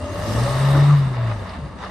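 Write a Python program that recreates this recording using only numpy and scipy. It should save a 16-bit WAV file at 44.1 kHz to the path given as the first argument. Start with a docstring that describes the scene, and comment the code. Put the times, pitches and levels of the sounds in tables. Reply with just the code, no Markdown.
"""A snowy open lot, where an estate car slides round and moves away.
Its four-cylinder engine revs up and falls back. The exhaust radiates at the firing rate and booms
loudest as the tail swings toward the listener; higher orders excite the resonances of the engine bay.
The spinning tyres churn and spray snow, scrub over bare patches and crack ice, and the wheels thud
through ruts. Beneath them lie a rolling rumble and the murmur of a distant town."""
import sys
import numpy as np
from scipy import signal
from scipy.io import wavfile

SR = 44100
rng = np.random.default_rng(int(sys.argv[2]) if len(sys.argv) > 2 else 0)


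def output_pcm(signal):
    """Save a mono or channel-first signal as 16-bit PCM at the path in sys.argv[1].

    Samples are clipped to [-1, 1] before scaling.
    """
    pcm = np.clip(np.atleast_2d(signal).T, -1, 1) * 32767
    wavfile.write(sys.argv[1], SR, np.round(pcm).astype(np.int16))


N = 83790
TIME = np.arange(N) / SR


# Firing rate: t/s, f/Hz
FIRING_RATE = [(0, 84.3), (0.15, 96.1), (0.27, 104.5), (0.36, 113.7), (0.45, 124.1), (0.55, 132.1),
               (0.64, 137.6), (0.8, 141.7), (0.93, 146), (1.02, 137.3), (1.15, 123.6), (1.3, 112.1),
               (1.44, 95), (1.58, 76.7), (1.7, 66.37), (1.9, 61.75)]

def engine():
    """Periodic excitation: exhaust and engine bay share one phase, the integral of the firing rate."""
    firing_hz = in_time(FIRING_RATE)
    phase = 2 * np.pi * np.cumsum(firing_hz) / SR
    return exhaust(phase) + engine_bay(firing_hz, phase)


# Harmonics 1, 2 and 3 of the firing rate: relative level/dB
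EXHAUST_HARMONICS = [0, -30.5, -35.5]
# Exhaust envelope: t/s, relative level/dB
EXHAUST_LEVEL = [(0.0, -36), (0.046, -28.5), (0.068, -43), (0.248, -24), (0.316, -26.5), (0.37, -19.5),
                 (0.438, -18.5), (0.48, -25), (0.656, -14.5), (0.93, -10.5), (1.158, -24.5), (1.222, -19.5),
                 (1.312, -21), (1.39, -29.5), (1.438, -30.5), (1.496, -42), (1.598, -37.5), (1.66, -28.5),
                 (1.708, -59), (1.9, -41)]

def exhaust(phase, gain_db=-0.5, wobble_db=0.8):
    """Harmonic series: the firing pulses give a strong fundamental with faint overtones."""
    note = sum(from_db(db + wobble_db * drift(24.4)) * np.sin(n * phase)
               for n, db in enumerate(EXHAUST_HARMONICS, start=1))
    return panned(np.sqrt(2) * note * from_db(gain_db + in_time(EXHAUST_LEVEL)), pan_db=1.47)


# Engine bay envelope, screened while the car points away: t/s, relative level/dB
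BAY_LEVEL = [(0.0, -33), (0.02, -36.5), (0.782, -23.5), (0.894, -61), (1.062, -39), (1.168, -32.5),
             (1.322, -35.5), (1.418, -35), (1.454, -37), (1.624, -50), (1.644, -42), (1.9, -44.5)]
# Bay resonances: f/Hz, width/Hz, relative level/dB
BAY_RESONANCES = [(65, 20, 1.5), (246, 200, -10.5), (575, 70, -4), (666, 47, -5.5), (873, 42, -6),
                  (1098, 66, -9), (1238, 20, -3), (1810, 200, -15.5)]
# Orders that sing out under load: centre t/s, duration/s, multiple of the firing rate, level/dB
SINGING_ORDERS = [(0.064, 0.25, 3, -38.5), (0.016, 0.13, 7, -35), (0.079, 0.12, 6.5, -30),
                  (0.19, 0.21, 6, -30.5), (0.34, 0.13, 2, -40), (.29, 0.11, 5.5, -31),
                  (0.375, 0.071, 5, -30.5), (0.48, 0.15, 4.5, -27.5), (0.497, 0.1, 9.75, -33),
                  (0.51, 0.15, 8.5, -33), (0.56, 0.37, 3, -38.5), (.7, 0.34, 4, -31.5),
                  (0.66, 0.49, 4.5, -33), (.68, 0.091, 8.75, -43), (1.28, 0.28, 5.5, -37),
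                  (1.648, 0.11, 2, -31)]

def engine_bay(firing_hz, phase, gain_db=-5.5, odd_order_db=-8, rough_db=3, jitter_rad=0.17):
    """Forced vibration: orders of the four-stroke cycle swell as they glide through fixed resonances."""
    out, level = np.zeros(N), from_db(gain_db + in_time(BAY_LEVEL))
    for order in range(2, 72):
        multiple = order / 4   # four firings to a cycle; even orders belong to the crank
        power = sum(from_db(db) ** 2 / (1 + 2 * ((multiple * firing_hz - hz) / width) ** 2) ** 2
                    for hz, width, db in BAY_RESONANCES)
        resonant = level * np.sqrt(power) * from_db(odd_order_db * (order % 2))
        singing = sum(from_db(db) * swell(t, duration)
                      for t, duration, m, db in SINGING_ORDERS if round(4 * m) == order)
        amplitude = np.hypot(resonant, singing) * from_db(rough_db * drift(27))
        out += amplitude * np.sin(multiple * phase + rng.uniform(0, 2 * np.pi) + jitter_rad * drift(23))
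    return panned(out, pan_db=2.5)


# Churning envelope: t/s, relative level/dB
CHURN_LEVEL = [(0.0, -47), (0.432, -37), (0.566, -36), (0.762, -35), (0.772, -35), (0.878, -36.5),
               (1.122, -44.5), (1.174, -39.5), (1.19, -42.5), (1.306, -40), (1.316, -39), (1.348, -46.5),
               (1.55, -43.5), (1.608, -49), (1.756, -52.5), (1.846, -38), (1.878, -45), (1.9, -44)]
# Churning spectrum: f/Hz, relative density level/dB
CHURN_SPECTRUM = [(300, -29), (400, -6.5), (500, -10.5), (620, -7), (750, -5.5), (900, -3), (1220, -2),
                  (1480, -13.5), (1750, -6.5), (2000, -9.5), (2450, -20), (2850, -13.5), (3300, -28),
                  (3750, -12.5), (4200, -27), (4650, -20), (5000, -31.5), (5400, -36), (7000, -56)]

def churn(gain_db=7, grain_db=1.5):
    """Granular friction: tread blocks grind through packed snow in a grainy rush."""
    level_db = gain_db + in_time(CHURN_LEVEL) + grain_db * drift(225)
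    return from_db(level_db) * banded_noise(CHURN_SPECTRUM, flicker_db=0.9, bands=36)


# Envelopes of thrown snow and of fine powder, heard while the wheels are near: t/s, relative level/dB
SPRAY_LEVEL = [(0.0, -53), (0.386, -41), (0.762, -44), (1.184, -59.5), (1.27, -56), (1.688, -60),
               (1.74, -65.5), (1.82, -56), (1.9, -58)]
POWDER_LEVEL = [(0, -72), (.2, -51.5), (.45, -48), (.8, -52.5), (1.05, -65), (1.5, -70.5), (1.7, -84),
                (1.9, -82)]
# Their spectra: f/Hz, relative density level/dB
SPRAY_SPECTRUM = [(1500, -44), (3000, 3), (4400, 4), (5500, 4.5), (7200, -2.5), (8700, 5), (9700, -4.5)]
POWDER_SPECTRUM = [(10300, -14), (11300, 4.5), (12500, -10), (14000, -17), (15600, -8)]

def spray(hiss_db=3.5, grain_db=1.36, patter_db=-9):
    """Superposition of many small impacts: snow flung off the wheels hisses and patters."""
    hiss = from_db(hiss_db + grain_db * drift(220)) * banded_noise(SPRAY_SPECTRUM, flicker_db=2, bands=20)
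    powder = from_db(in_time(POWDER_LEVEL)) * banded_noise(POWDER_SPECTRUM, flicker_db=2, bands=6)
    patter = from_db(patter_db) * crumbs()
    return from_db(in_time(SPRAY_LEVEL)) * (hiss + patter) + powder


def crumbs(per_s=770, spread_db=3.5, ring_cycles=5.6, pitches=14):
    """Poisson process: icy crumbs crunch at random instants, each ringing for a few cycles."""
    sizes = from_db(-spread_db * np.minimum(rng.exponential(1, N), 4)) * rng.choice([-1, 1], N)
    clicks = sizes * (rng.random(N) < per_s / SR)
    pitch_index = rng.integers(0, pitches, N)
    return rms_one(sum(panned(ring(clicks * (pitch_index == k), hz, ring_cycles / hz), 8 * (-1) ** k)
                       for k, hz in enumerate(np.geomspace(2600, 8500, pitches))))


# Tread on bare patches: t/s, duration/s, start f/Hz, end f/Hz, level/dB
SCRUBS = [(.747, .04, 1420, 1000, -29), (.886, .064, 1290, 1040, -27), (1.825, .05, 1400, 1100, -38)]

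def scrubs(width_hz=110):
    """Stick-slip friction: rubber catches on asphalt in short, hoarse, falling chirps."""
    out = np.zeros(N)
    for t, duration, start_hz, end_hz, db in SCRUBS:
        progress = np.clip((TIME - t) / duration, 0, 1)
        envelope = from_db(db) * np.sqrt(np.abs(np.sin(np.pi * progress)))
        out += envelope * narrow_noise(start_hz + (end_hz - start_hz) * progress, width_hz)
    return panned(out, pan_db=2)


# Blows from ruts: t/s, relative level/dB
RUT_BLOWS = [(.035, -31), (1.631, -28), (1.655, -27)]
# Modes of the car body: f/Hz, relative level/dB, T60/s
BODY_MODES = [(74, -2, .1), (145, -5, .06)]

def ruts(cutoff_hz=600):
    """Impulse response: soft blows from the wheels set the body's damped modes ringing."""
    blows = np.zeros(N)
    for t, db in RUT_BLOWS:
        blows[int(t * SR)] = from_db(db)
    body = sum(from_db(db) * ring(blows, hz, t60) for hz, db, t60 in BODY_MODES)
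    return signal.sosfilt(signal.butter(2, cutoff_hz, fs=SR, output="sos"), body)


# Ice cracking under a tyre: t/s, peak level/dB
ICE_CRACKS = [(1.491, -42), (1.843, -44)]

def ice_cracks(rise_s=0.0035):
    """Brittle fracture: bright crunches build and die within milliseconds."""
    envelope = 0
    for t, db in ICE_CRACKS:
        age = np.maximum(TIME - t, 0) / rise_s
        envelope += from_db(db) * age * np.exp(1 - age)
    return envelope * narrow_noise(hz=4450, width_hz=600)


# Hisses of the spinning wheels: centre t/s, duration/s, f/Hz, width/Hz, level/dB
WHEEL_HISSES = [(.25, .7, 2800, 45, -47), (.14, .28, 6450, 70, -55), (.34, .28, 5790, 70, -50),
                (.77, .55, 3750, 110, -43)]

def wheel_hisses():
    """Narrow-band resonance: thin hisses, independent in each ear, come and go as the car turns."""
    return sum(from_db(db) * swell(t, duration) * np.array([narrow_noise(hz, width) for _ in range(2)])
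               for t, duration, hz, width, db in WHEEL_HISSES)


# Rumble envelope: t/s, relative level/dB
RUMBLE_LEVEL = [(0.0, -37), (0.058, -35), (0.39, -27), (0.666, -35), (0.82, -27.5), (0.882, -34),
                (1.9, -40.5)]
# Rumble spectrum: f/Hz, relative density level/dB
RUMBLE_SPECTRUM = [(30, -32), (45, -3), (68, 3.5), (100, 1.5), (160, -3.5), (220, -1), (290, -6),
                   (400, -10), (600, -9), (1200, -48)]

def rumble(gain_db=1.5):
    """Random excitation: the rolling wheels give an uneven low-frequency noise."""
    return from_db(gain_db + in_time(RUMBLE_LEVEL)) * banded_noise(RUMBLE_SPECTRUM, flicker_db=4, bands=14)


# Distant town: f/Hz, relative density level/dB
TOWN_SPECTRUM = [(25, -22), (55, 10), (120, 4.5), (185, -2.5), (300, -21.5), (1000, -9.5), (3000, -33.5),
                 (9000, -58), (12000, -73)]

def town(murmur_db=-42, drone_db=-42.5):
    """Stationary noise: a distant broadband murmur with a faint drone."""
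    murmur = from_db(murmur_db) * banded_noise(TOWN_SPECTRUM, flicker_db=0, bands=18)
    return murmur + from_db(drone_db) * narrow_noise(hz=185.8, width_hz=11.5)


# Likeness of left and right: f/Hz, correlation coefficient
CORRELATION = [(60, 0.98), (130, 0.82), (290, 0.94), (640, 0.64), (1400, 0.62), (3100, 0.37), (5500, 0.38),
               (8500, -0.086), (15000, -0.45)]

def banded_noise(spectrum, flicker_db, bands):
    """Partial coherence: each flickering band mixes in-phase and antiphase stereo noise; total rms 1."""
    edges = np.geomspace(spectrum[0][0], spectrum[-1][0], bands + 1)
    out, white = 0, rng.standard_normal((2, 2, N))
    for k, (low, high) in enumerate(zip(edges, edges[1:])):
        bandpass = signal.butter(2, [low, high], "band", fs=SR, output="sos")
        mid, side = signal.sosfilt(bandpass, white[k % 2])
        hz = np.sqrt(low * high)
        correlation = at_hz(CORRELATION, hz)
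        gain = from_db(at_hz(spectrum, hz) + flicker_db * drift(11.6))
        out += gain * (np.sqrt(1 + correlation) * mid + np.sqrt(1 - correlation) * side * [[1], [-1]])
    return rms_one(out)


def narrow_noise(hz, width_hz):
    """Random quadrature modulation spreads a tone into a narrow band."""
    phase = 2 * np.pi * np.cumsum(hz * np.ones(N)) / SR
    return rms_one(drift(width_hz) * np.cos(phase) + drift(width_hz) * np.sin(phase))


def drift(corner_hz, step=10):
    """Low-pass filtered noise: a smooth random wander of rms 1."""
    pole = np.exp(-2 * np.pi * corner_hz * step / SR)
    white = rng.standard_normal(N // step + 4002)
    slow = signal.lfilter([1], [1, -2 * pole, pole ** 2], white)[4000:]   # once the filter has settled
    return np.interp(np.arange(N) / step, np.arange(len(slow)), rms_one(slow))


def ring(clicks, hz, t60):
    """Damped oscillator: a unit impulse starts a decaying sine of amplitude 1."""
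    r, w = np.exp(-np.log(1000) / (t60 * SR)), 2 * np.pi * hz / SR
    return signal.lfilter([0, np.sin(w)], [1, -2 * r * np.cos(w), r * r], clicks + 1e-18)


def swell(centre, duration):
    """Half-cosine window: a rounded rise and fall."""
    return np.cos(np.pi * np.clip((TIME - centre) / duration, -.5, .5))


def panned(x, pan_db):
    """Interaural level difference places a sound left (+) or right (-)."""
    return x * from_db([[pan_db / 2], [-pan_db / 2]])


def in_time(rows):
    """Linear interpolation of a curve at every sample."""
    return np.interp(TIME, *np.transpose(rows))


def at_hz(spectrum, hz):
    """Interpolation on a log-frequency axis."""
    frequencies, values = np.transpose(spectrum)
    return np.interp(np.log(hz), np.log(frequencies), values)


def from_db(db):
    """Level to amplitude ratio."""
    return 10 ** (np.asarray(db) / 20)


def rms_one(x):
    """Normalisation to rms 1."""
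    return x / np.sqrt(np.mean(x ** 2) + 1e-20)


def scene():
    """Superposition in a free field: engine, tyres and background add without echoes."""
    background = rumble() + town()
    tyres = churn() + spray() + wheel_hisses() + scrubs() + ruts() + ice_cracks()
    return engine() + tyres + background


def record(dry):
    """Band limiting: a steep low-pass is 70 dB down at 16.8 kHz."""
    return signal.sosfilt(signal.cheby2(12, 70, 16800, fs=SR, output="sos"), dry)


dry = scene()
out = record(dry)
output_pcm(out)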